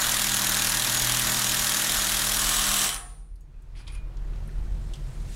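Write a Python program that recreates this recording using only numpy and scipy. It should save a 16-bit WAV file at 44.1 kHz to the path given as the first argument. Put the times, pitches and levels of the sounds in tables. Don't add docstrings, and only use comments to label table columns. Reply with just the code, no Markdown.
import sys
import numpy as np
from scipy import signal
from scipy.fft import rfft, irfft
from scipy.io import wavfile
from scipy.ndimage import uniform_filter1d

SR = 44100
rng = np.random.default_rng(int(sys.argv[2]) if len(sys.argv) > 2 else 0)


def wav_out(sig):
    wavfile.write(sys.argv[1], SR, np.round(np.clip(np.atleast_2d(sig).T, -1, 1) * 32767).astype(np.int16))


N = 236067
T = np.arange(N) / SR

BEATS_PER_S, STOP_S = 40, 2.88
WHISTLE_HZ, WHISTLE_FADE_DB_PER_S = 6724, 400
TICK_T60_S = 0.04
BOOM_FLUTTER = .55
HUM_DB, AIR_DB = -56.5, -68
QUIET_DB, MOST_BOOST_DB, RECOVER_DB_PER_S = -46.5, 15, 16
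EDGE_HZ = 15850

# start_s, lag_ms
BEAT_LAG = [(0.0, 17.6), (0.2, 18.5), (0.3, 18.1), (0.7, 21.2), (1.05, 21.3), (1.35, 18.9), (1.7, 19.5),
            (2.05, 19.5), (2.2, 18.6), (2.3, 19.2), (2.5, 17.2), (2.72, 15.6), (2.9, 16.4)]
# offset_ms from the main blow, level_db, t60_ms, tilt_db_per_octave, change_db with the shifted grip
CYCLE_KNOCKS = [(-9.3, -10, 12, 0, 0), (-5.9, -4.5, 12, -2, 0), (-.45, 2.8, 10, 1.6, -2),
                (2.3, -2.5, 13, -1, 1.5), (5.2, -8, 24, 0, 0)]
# start_s, rattle_db, blows_db, rattle_tilt_db_per_octave
TOOL_EFFORT = [(0.0, -24.5, -16, 0), (0.02, -24.5, -16.5, 1), (0.12, -28, -15, 1), (1.3, -27, -15.5, 1),
               (2.85, -27.5, -16.5, 2.5), (2.94, -36, -26.5, 0.5), (3.02, -52.5, -20, 1.5)]
# start_s, level_db
COASTING_BLOWS = [(2.8911, -17.5), (2.9271, -29), (2.9439, -21), (2.9622, -26.5)]
# pitch_hz, level_db
RATTLE_COLOUR = [(35, -36), (60, -6), (66, -23.5), (113, -1), (146, -3), (198, -8.5), (227, -10.5),
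                 (492, -18), (607, -11.5), (682, -11.5), (1660, -2), (2250, -9), (6900, -11.5),
                 (10300, -11.5), (16000, -22)]
# pitch_hz, level_db
BLOW_COLOUR = [(300, -23), (1000, -5.5), (1800, -6), (2600, -4), (3300, 1.5), (3900, 3), (4600, -2),
               (6000, 0.5), (7200, -1.5), (8600, -3.5), (10100, -1), (11500, -5), (13200, -6.5),
               (14500, -8.5), (16000, -25)]
# pitch_hz, width_hz, level_db
HOUSING_MODES = [(1880, 120, -4.5), (4300, 54, -4.5), (5940, 82, -15.5), (6200, 120, -20), (6720, 29, 4),
                 (7160, 59, 7.5), (7100, 220, -8.5), (9020, 93, -11.5), (10100, 360, -3.5),
                 (11000, 66, -16), (11300, 52, -13.5), (11650, 160, 5)]
# pitch_hz, width_hz, level_db
PRESSED_MODES = [(1104, 30, 7), (1220, 27, 0), (1672, 26, -7), (3054, 83, 7), (3330, 400, 1.5),
                 (3950, 100, 2), (5760, 130, 3), (6400, 150, -9.5), (7850, 340, 6), (8960, 100, 0.5),
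                 (9300, 110, -7.5), (10800, 83, -7), (10670, 150, 4.5)]
# start_s, share (0-1)
GRIP_SHIFT = [(0, 0), (2.3, 0.15), (2.52, 0.9), (3.02, 1)]
# multiple of the beat, level_db
WALL_TONES = [(4, -51), (6, -48.5), (7, -51), (8, -53), (9, -59), (11, -57), (15, -48), (20, -49.5)]
# start_s, third_multiple_db, fifth_multiple_db
SWELLING_TONES = [(0.0, -45.5, -44), (0.37, -41, -40), (0.65, -42.5, -42), (1.12, -34.5, -44),
                  (1.3, -38, -37.5), (1.5, -39.5, -43), (1.85, -47.5, -42), (2.4, -42.5, -42),
                  (2.55, -46, -44.5), (2.7, -45, -39.5), (2.9, -52.5, -43)]
# multiple of the beat, level_db
GRIP_TONES = [(18, -45.5), (27, -41.5), (30, -40.5)]
# start_s, length_s, level_db
WHISTLE_SPELLS = [(0.015, 0.012, -34), (0.284, 0.12, -37), (.44, .08, -36.5), (0.582, .04, -36.5),
                  (0.935, .09, -32.5), (1.246, 0.14, -37), (1.45, .05, -34), (1.612, 0.04, -36),
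                  (1.715, .05, -38), (1.971, 0.05, -34.5), (2.376, 0.044, -36), (2.483, 0.11, -40),
                  (2.821, 0.023, -39)]
# pitch_hz, level_db, t60_s
RAIL_MODES = [(464, -9, 1.0), (475, -10, 1.0), (721, -3, .35), (800, -6, .5), (1125, -15, .4),
              (1308, -12, .4), (5380, -17, .25), (7197, -12, .35), (8995, -2, .5), (9120, -10, .55),
              (9281, -7, .65), (9399, -4, .7), (9560, -10, .5), (9771, -8, .5), (9846, -9, .5),
              (10930, -7, .3), (12300, -10, .14)]
# pitch_hz, level_db, t60_s
BIT_MODES = [(1615, -12, .12), (2390, -10, .2), (2440, -9, .25), (2482, -7, .28), (2620, -9, .15),
             (3400, -10, .08), (3644, -11, .1), (4872, -13, .1), (6720, -9, .13), (7280, -10, .1),
             (8050, -12, .08), (9625, -10, .08)]
# start_s, level_db, centre_hz, width_octaves, ring_db
BIT_TICKS = [(3.356, -61, 9940, .3, -33), (3.358, -65, 4900, .3, -40), (3.407, -61, 8500, 0.7, -26),
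             (3.542, -69.5, 2630, 0.38, -38), (3.62, -67, 8950, 0.61, -35), (3.752, -60, 2600, 0.47, -40),
             (3.78, -65, 4176, 0.36, -36), (3.81, -63, 3503, .9, -41), (3.869, -53, 3300, 0.26, -30),
             (3.877, -48.5, 3550, 0.75, -45), (3.899, -66.5, 2470, 0.23, -21.5),
             (3.921, -62, 2970, 1.6, -31), (3.95, -60, 7370, 0.61, -39), (4.169, -66, 4550, 0.61, -50),
             (4.334, -68, 3120, 0.47, -55), (4.359, -71, 3950, 0.96, -55), (4.385, -79, 4990, 0.76, -55),
             (4.474, -68, 10050, .25, -55), (4.49, -66, 1935, 0.36, -55), (4.935, -55, 3200, 0.17, -60),
             (4.936, -57, 6120, 0.57, -60), (4.955, -62, 3660, 1, -60)]
# start_s, grind_db, squeal_db
BIT_SCRAPE = [(3.68, -84, -107), (3.745, -80, -95), (3.76, -64, -80), (3.8, -59, -73), (3.858, -82, -90),
              (3.88, -60, -62), (3.9, -67, -87), (3.925, -69, -63), (3.954, -60.5, -67), (3.99, -79, -95),
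              (4.05, -94, -101)]
# pitch_hz, level_db
GRIND_COLOUR = [(530, -39.5), (900, -1.5), (1050, -3.5), (2390, -5), (2820, -2.5), (5080, -7.5),
                (6350, -19), (9820, -15.5), (15000, -37)]
# start_s, level_db, pitch_hz
STAIRWELL_BOOM = [(0.0, -49, 41.4), (.09, -44.5, 41.2), (.3, -41, 38.8), (.36, -57, 38.7), (.55, -43, 39.5),
                  (.9, -51, 38.6), (.97, -41, 37.8), (1.21, -41.5, 40.8), (1.44, -50, 40.4),
                  (1.58, -38, 39.9), (1.82, -53, 38.8), (1.95, -39, 41.4), (2.2, -40, 42.6),
                  (2.42, -38.5, 40.5), (2.7, -38.5, 40.7), (2.85, -48, 40.95), (2.92, -43.5, 41.3),
                  (3.4, -42, 41.8), (3.47, -46.5, 37.1), (3.8, -44.5, 39), (3.95, -44.5, 41.93),
                  (4.25, -47.5, 38.37), (4.5, -44.5, 39.34), (4.72, -42.5, 43.5), (4.9, -48.5, 39.58),
                  (5.28, -48.5, 38.75), (5.35, -54, 43.1)]
# pitch_hz, level_db
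BOOM_COLOUR = [(8.8, -31.5), (15, 0), (27, 1), (46, -2), (56, -13.5), (75, -5.5), (98, -35), (160, -120)]
# pitch_hz, level_db
HUM_COLOUR = [(38, -37), (65, -13.5), (75, -1), (107, -8.5), (146, 0.5), (183, -26.5), (214, -10.5),
              (242, -48.5), (326, -25.5), (400, -73), (520, -64), (880, -120)]
# pitch_hz, level_db
SOFT_AIR_COLOUR = [(150, -24), (250, 4.5), (348, 7), (407, 2), (1380, -6.5), (1530, -7.5), (1850, -9),
                   (7980, -23.5), (16000, -31)]
# start_s, level_db
CLOTH_RUSTLE = [(3.1, -59), (3.37, -85.5), (3.73, -82), (3.9, -77), (3.98, -95), (4.3, -83.5), (5.24, -73),
                (5.35, -65)]
# pitch_hz, level_db
CLOTH_COLOUR = [(1060, -33.5), (1800, -1.5), (3480, 0), (3950, 1), (6180, -2), (8590, -0.5), (15100, -18),
                (16000, -22.5)]
# pitch_hz, t60_s
STAIRWELL_DECAY = [(200, 0.86), (1000, 0.63), (4000, 0.2), (9000, 0.19), (15000, 0.12)]


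def gain_of(db):
    return 10 ** (np.asarray(db) / 20)


def evened(x):
    return x / np.sqrt(np.mean(x ** 2, axis=-1, keepdims=True) + 1e-20)


def read(points, hz):
    f, value = np.transpose(points)
    return np.interp(np.log(hz + 1), np.log(f + 1), value)


def curves(rows, before=None, after=None):
    s, *columns = np.transpose(rows)
    return [np.interp(T, s, c, before, after) for c in columns]


def add(mix, s, sound):
    part = mix[round(s * SR):][:len(sound)]
    part += sound[:len(part)]


def resonate(x, hz, width):
    turn = np.exp(2j * np.pi * hz * T)
    r = np.exp(-np.pi * width / SR)
    return 2 * (turn * signal.lfilter([1 - r], [1, -r], x / turn)).real


def noise(colour, size, patchy_db, tilt_db=0 * T):
    hop = size // 4
    frames, hz = N // hop + 5, np.fft.rfftfreq(size, 1 / SR)
    a, b, patches = rng.standard_normal((frames, len(hz), 3)).T
    patches = uniform_filter1d(patches, size=9, axis=0)
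    patches = uniform_filter1d(patches, size=14, axis=1)
    frame_tilt_db = tilt_db[np.minimum(np.arange(frames) * hop, N - 1)]
    tilt = np.log2((hz[:, None] + 200) / 3200) * frame_tilt_db
    level_db = read(colour, hz)[:, None] + patchy_db * patches / patches.std() + tilt
    spectra = (a + 1j * b) * gain_of(level_db)
    return evened(signal.istft(spectra, nperseg=size, noverlap=size - hop)[1][:N])


def ring(x, modes):
    t = T[:SR]
    response = sum(gain_of(db - 60 * t / t60) * np.sin(2 * np.pi * hz * t) for hz, db, t60 in modes)
    return signal.fftconvolve(x, response)[:N]


def bursts(colour_db, t60_s, rise_s):
    t = T[:1024]
    shape = (1 - np.exp(-t / rise_s)) * gain_of(-60 * t / t60_s[:, None])
    crack = shape * irfft(rfft(rng.standard_normal(shape.shape)) * gain_of(colour_db))
    return evened(crack) * np.sqrt(np.mean(shape ** 2, axis=1, keepdims=True))


def stairwell(x):
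    taps = np.zeros(SR)
    at = np.arange(200, SR - 20, 20)
    taps[at + rng.integers(0, 20, len(at))] = rng.choice([-1., 1.], len(at))
    hz, t, spectra = signal.stft(taps, SR, nperseg=256)
    decay = gain_of(-60 * t / read(STAIRWELL_DECAY, hz)[:, None])
    tail = signal.istft(spectra * decay, SR, nperseg=256)[1]
    return signal.fftconvolve(x, tail / np.linalg.norm(tail))[:N]


def background():
    boom_db, boom_hz = curves(STAIRWELL_BOOM)
    flutter = resonate(rng.standard_normal(N), 7., 9.)
    flutter = evened(resonate(flutter, 7., 9.))
    tone = np.sqrt(2) * np.sin(2 * np.pi * np.cumsum(boom_hz) / SR)
    boom = tone + .5 * noise(BOOM_COLOUR, size=8192, patchy_db=0)
    boom = gain_of(boom_db) * (1 + BOOM_FLUTTER * np.tanh(flutter)) * boom
    hum = gain_of(HUM_DB) * noise(HUM_COLOUR, size=4096, patchy_db=.8)
    air = gain_of(AIR_DB) * noise(SOFT_AIR_COLOUR, size=1024, patchy_db=.8)
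    rustle = gain_of(curves(CLOTH_RUSTLE)[0]) * noise(CLOTH_COLOUR, size=256, patchy_db=1.5)
    return boom + hum + air + rustle


def handling():
    s, db, hz, wide, ring_db = np.transpose(BIT_TICKS)
    octaves = np.log2((np.fft.rfftfreq(1024, 1 / SR) + 50) / hz[:, None])
    colour_db = np.maximum(-6 * (octaves / wide[:, None]) ** 2, -40)
    cracks = bursts(colour_db, TICK_T60_S + 0 * s, rise_s=.0004)
    ticks, pushes = np.zeros((2, N))
    for at, g, push, crack in zip(s, gain_of(db), gain_of(ring_db), cracks):
        add(ticks, at, g * crack)
        add(pushes, at, g * push * crack)
    grind_db, squeal_db = curves(BIT_SCRAPE, -120, -120)
    grind = gain_of(grind_db) * noise(GRIND_COLOUR, size=256, patchy_db=2.5)
    squeal = resonate(rng.standard_normal(N), 9700, 500.)
    squeal = gain_of(squeal_db) * evened(resonate(squeal, 9700, 500.))
    return ticks + ring(pushes + gain_of(-36) * grind, BIT_MODES) + grind + squeal


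def rail(tool):
    released = np.clip((T - STOP_S + .12) / .14, 0, 1) ** 2
    return gain_of(-40) * ring(tool * released, RAIL_MODES)


def whistle():
    tone = resonate(rng.standard_normal(N), WHISTLE_HZ, 8.)
    level = 0
    for s, length, db in WHISTLE_SPELLS:
        outside_s = np.maximum(3 * (s - T), T - s - length)
        level = level + gain_of(db - WHISTLE_FADE_DB_PER_S * np.maximum(0, outside_s))
    return level * tone / np.sqrt(abs(uniform_filter1d(tone ** 2, size=1500)))


def grip_share():
    return np.clip(curves(GRIP_SHIFT)[0], 0, 1)


def throb():
    smooth_lag_ms = uniform_filter1d(curves(BEAT_LAG)[0], size=4000)
    turns = BEATS_PER_S * (T - smooth_lag_ms / 1000)
    level = dict(WALL_TONES)
    level[3], level[5] = curves(SWELLING_TONES)
    grip = grip_share()
    tones = [(k, gain_of(db)) for k, db in level.items()]
    tones += [(k, grip * gain_of(db)) for k, db in GRIP_TONES]
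    out = 0
    for k, g in tones:
        waver_db = evened(resonate(rng.standard_normal(N), 0.51, 14.0))
        out = out + g * gain_of(waver_db) * np.sin(2 * np.pi * (k * turns + rng.random()))
    return out * np.clip((STOP_S + .05 - T) / 0.08, 0, 1)


def rattle():
    rattle_db, _, tilt_db = curves(TOOL_EFFORT)
    grind = noise(RATTLE_COLOUR, size=512, patchy_db=1.0, tilt_db=tilt_db)
    loose = sum(gain_of(db) * resonate(grind, hz, width) for hz, width, db in HOUSING_MODES)
    pressed = sum(gain_of(db) * resonate(grind, hz, width) for hz, width, db in PRESSED_MODES)
    grip = grip_share()
    body = evened(grind + 0.93 * (1 - grip) * loose + 1.3 * grip * pressed)
    cycle = (BEATS_PER_S * (T - curves(BEAT_LAG)[0] / 1000)) % 1
    rattle_db = rattle_db - 2.5 * (cycle - .5)
    rundown_db = 280 * np.maximum(T - 3.02, 0)
    return gain_of(rattle_db - rundown_db) * body


def blows():
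    beat = np.arange(0, STOP_S - .02, 1 / BEATS_PER_S)
    beat = beat + np.interp(beat, *np.transpose(BEAT_LAG)) / 1000
    ms, db, t60_ms, tilt, grip_db = np.transpose(CYCLE_KNOCKS)[:, :, None]
    late, force = rng.standard_normal((len(beat), len(ms), 2)).T
    effort_db = np.interp(beat, T, curves(TOOL_EFFORT)[1])
    strength_db = effort_db + grip_db * np.interp(beat, *np.transpose(GRIP_SHIFT))
    coast_s, coast_db = np.transpose(COASTING_BLOWS)
    s = np.append(beat + (ms + .25 * late) / 1000, coast_s)
    level_db = np.append(strength_db + db + 1.2 * force, coast_db)
    t60_s = np.append(t60_ms + 0 * beat, 15 + 0 * coast_s) / 1000
    tilt_db = np.append(tilt + 0 * beat, 0 * coast_s)[:, None]
    hz = np.fft.rfftfreq(1024, 1 / SR)
    lumps_db = 2.2 * evened(uniform_filter1d(rng.standard_normal((len(s), 513)), size=30))
    colour_db = read(BLOW_COLOUR, hz) + tilt_db * np.log2((hz + 200) / 5200) + lumps_db
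    out = np.zeros(N)
    for at, g, crack in zip(s, gain_of(level_db), bursts(colour_db, t60_s, rise_s=.0003)):
        add(out, at, g * crack)
    return out


def scene():
    tool = blows() + rattle()
    near = tool + rail(tool) + handling()
    heard = near + gain_of(-9.0) * stairwell(near) + throb() + whistle() + background()
    return np.array([heard, heard])


def record(dry):
    without_bass = dry[0] - uniform_filter1d(dry[0], size=60)
    power = uniform_filter1d(without_bass ** 2, size=2000)
    fall_db = RECOVER_DB_PER_S * T
    held_db = np.maximum.accumulate(10 * np.log10(abs(power) + 1e-12) + fall_db) - fall_db
    boost_db = MOST_BOOST_DB - np.clip(held_db - QUIET_DB, 0, MOST_BOOST_DB)
    lifted = dry * gain_of(boost_db)
    leaning = lifted - 1.1 * lifted ** 2
    centred = leaning - uniform_filter1d(leaning, size=4410)
    rounded = .5 * np.tanh(centred / .5)
    band_limit = signal.firwin(511, EDGE_HZ, window=("kaiser", 9), fs=SR)
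    return signal.oaconvolve(rounded, band_limit[None], "same")


dry = scene()
out = record(dry)
wav_out(out)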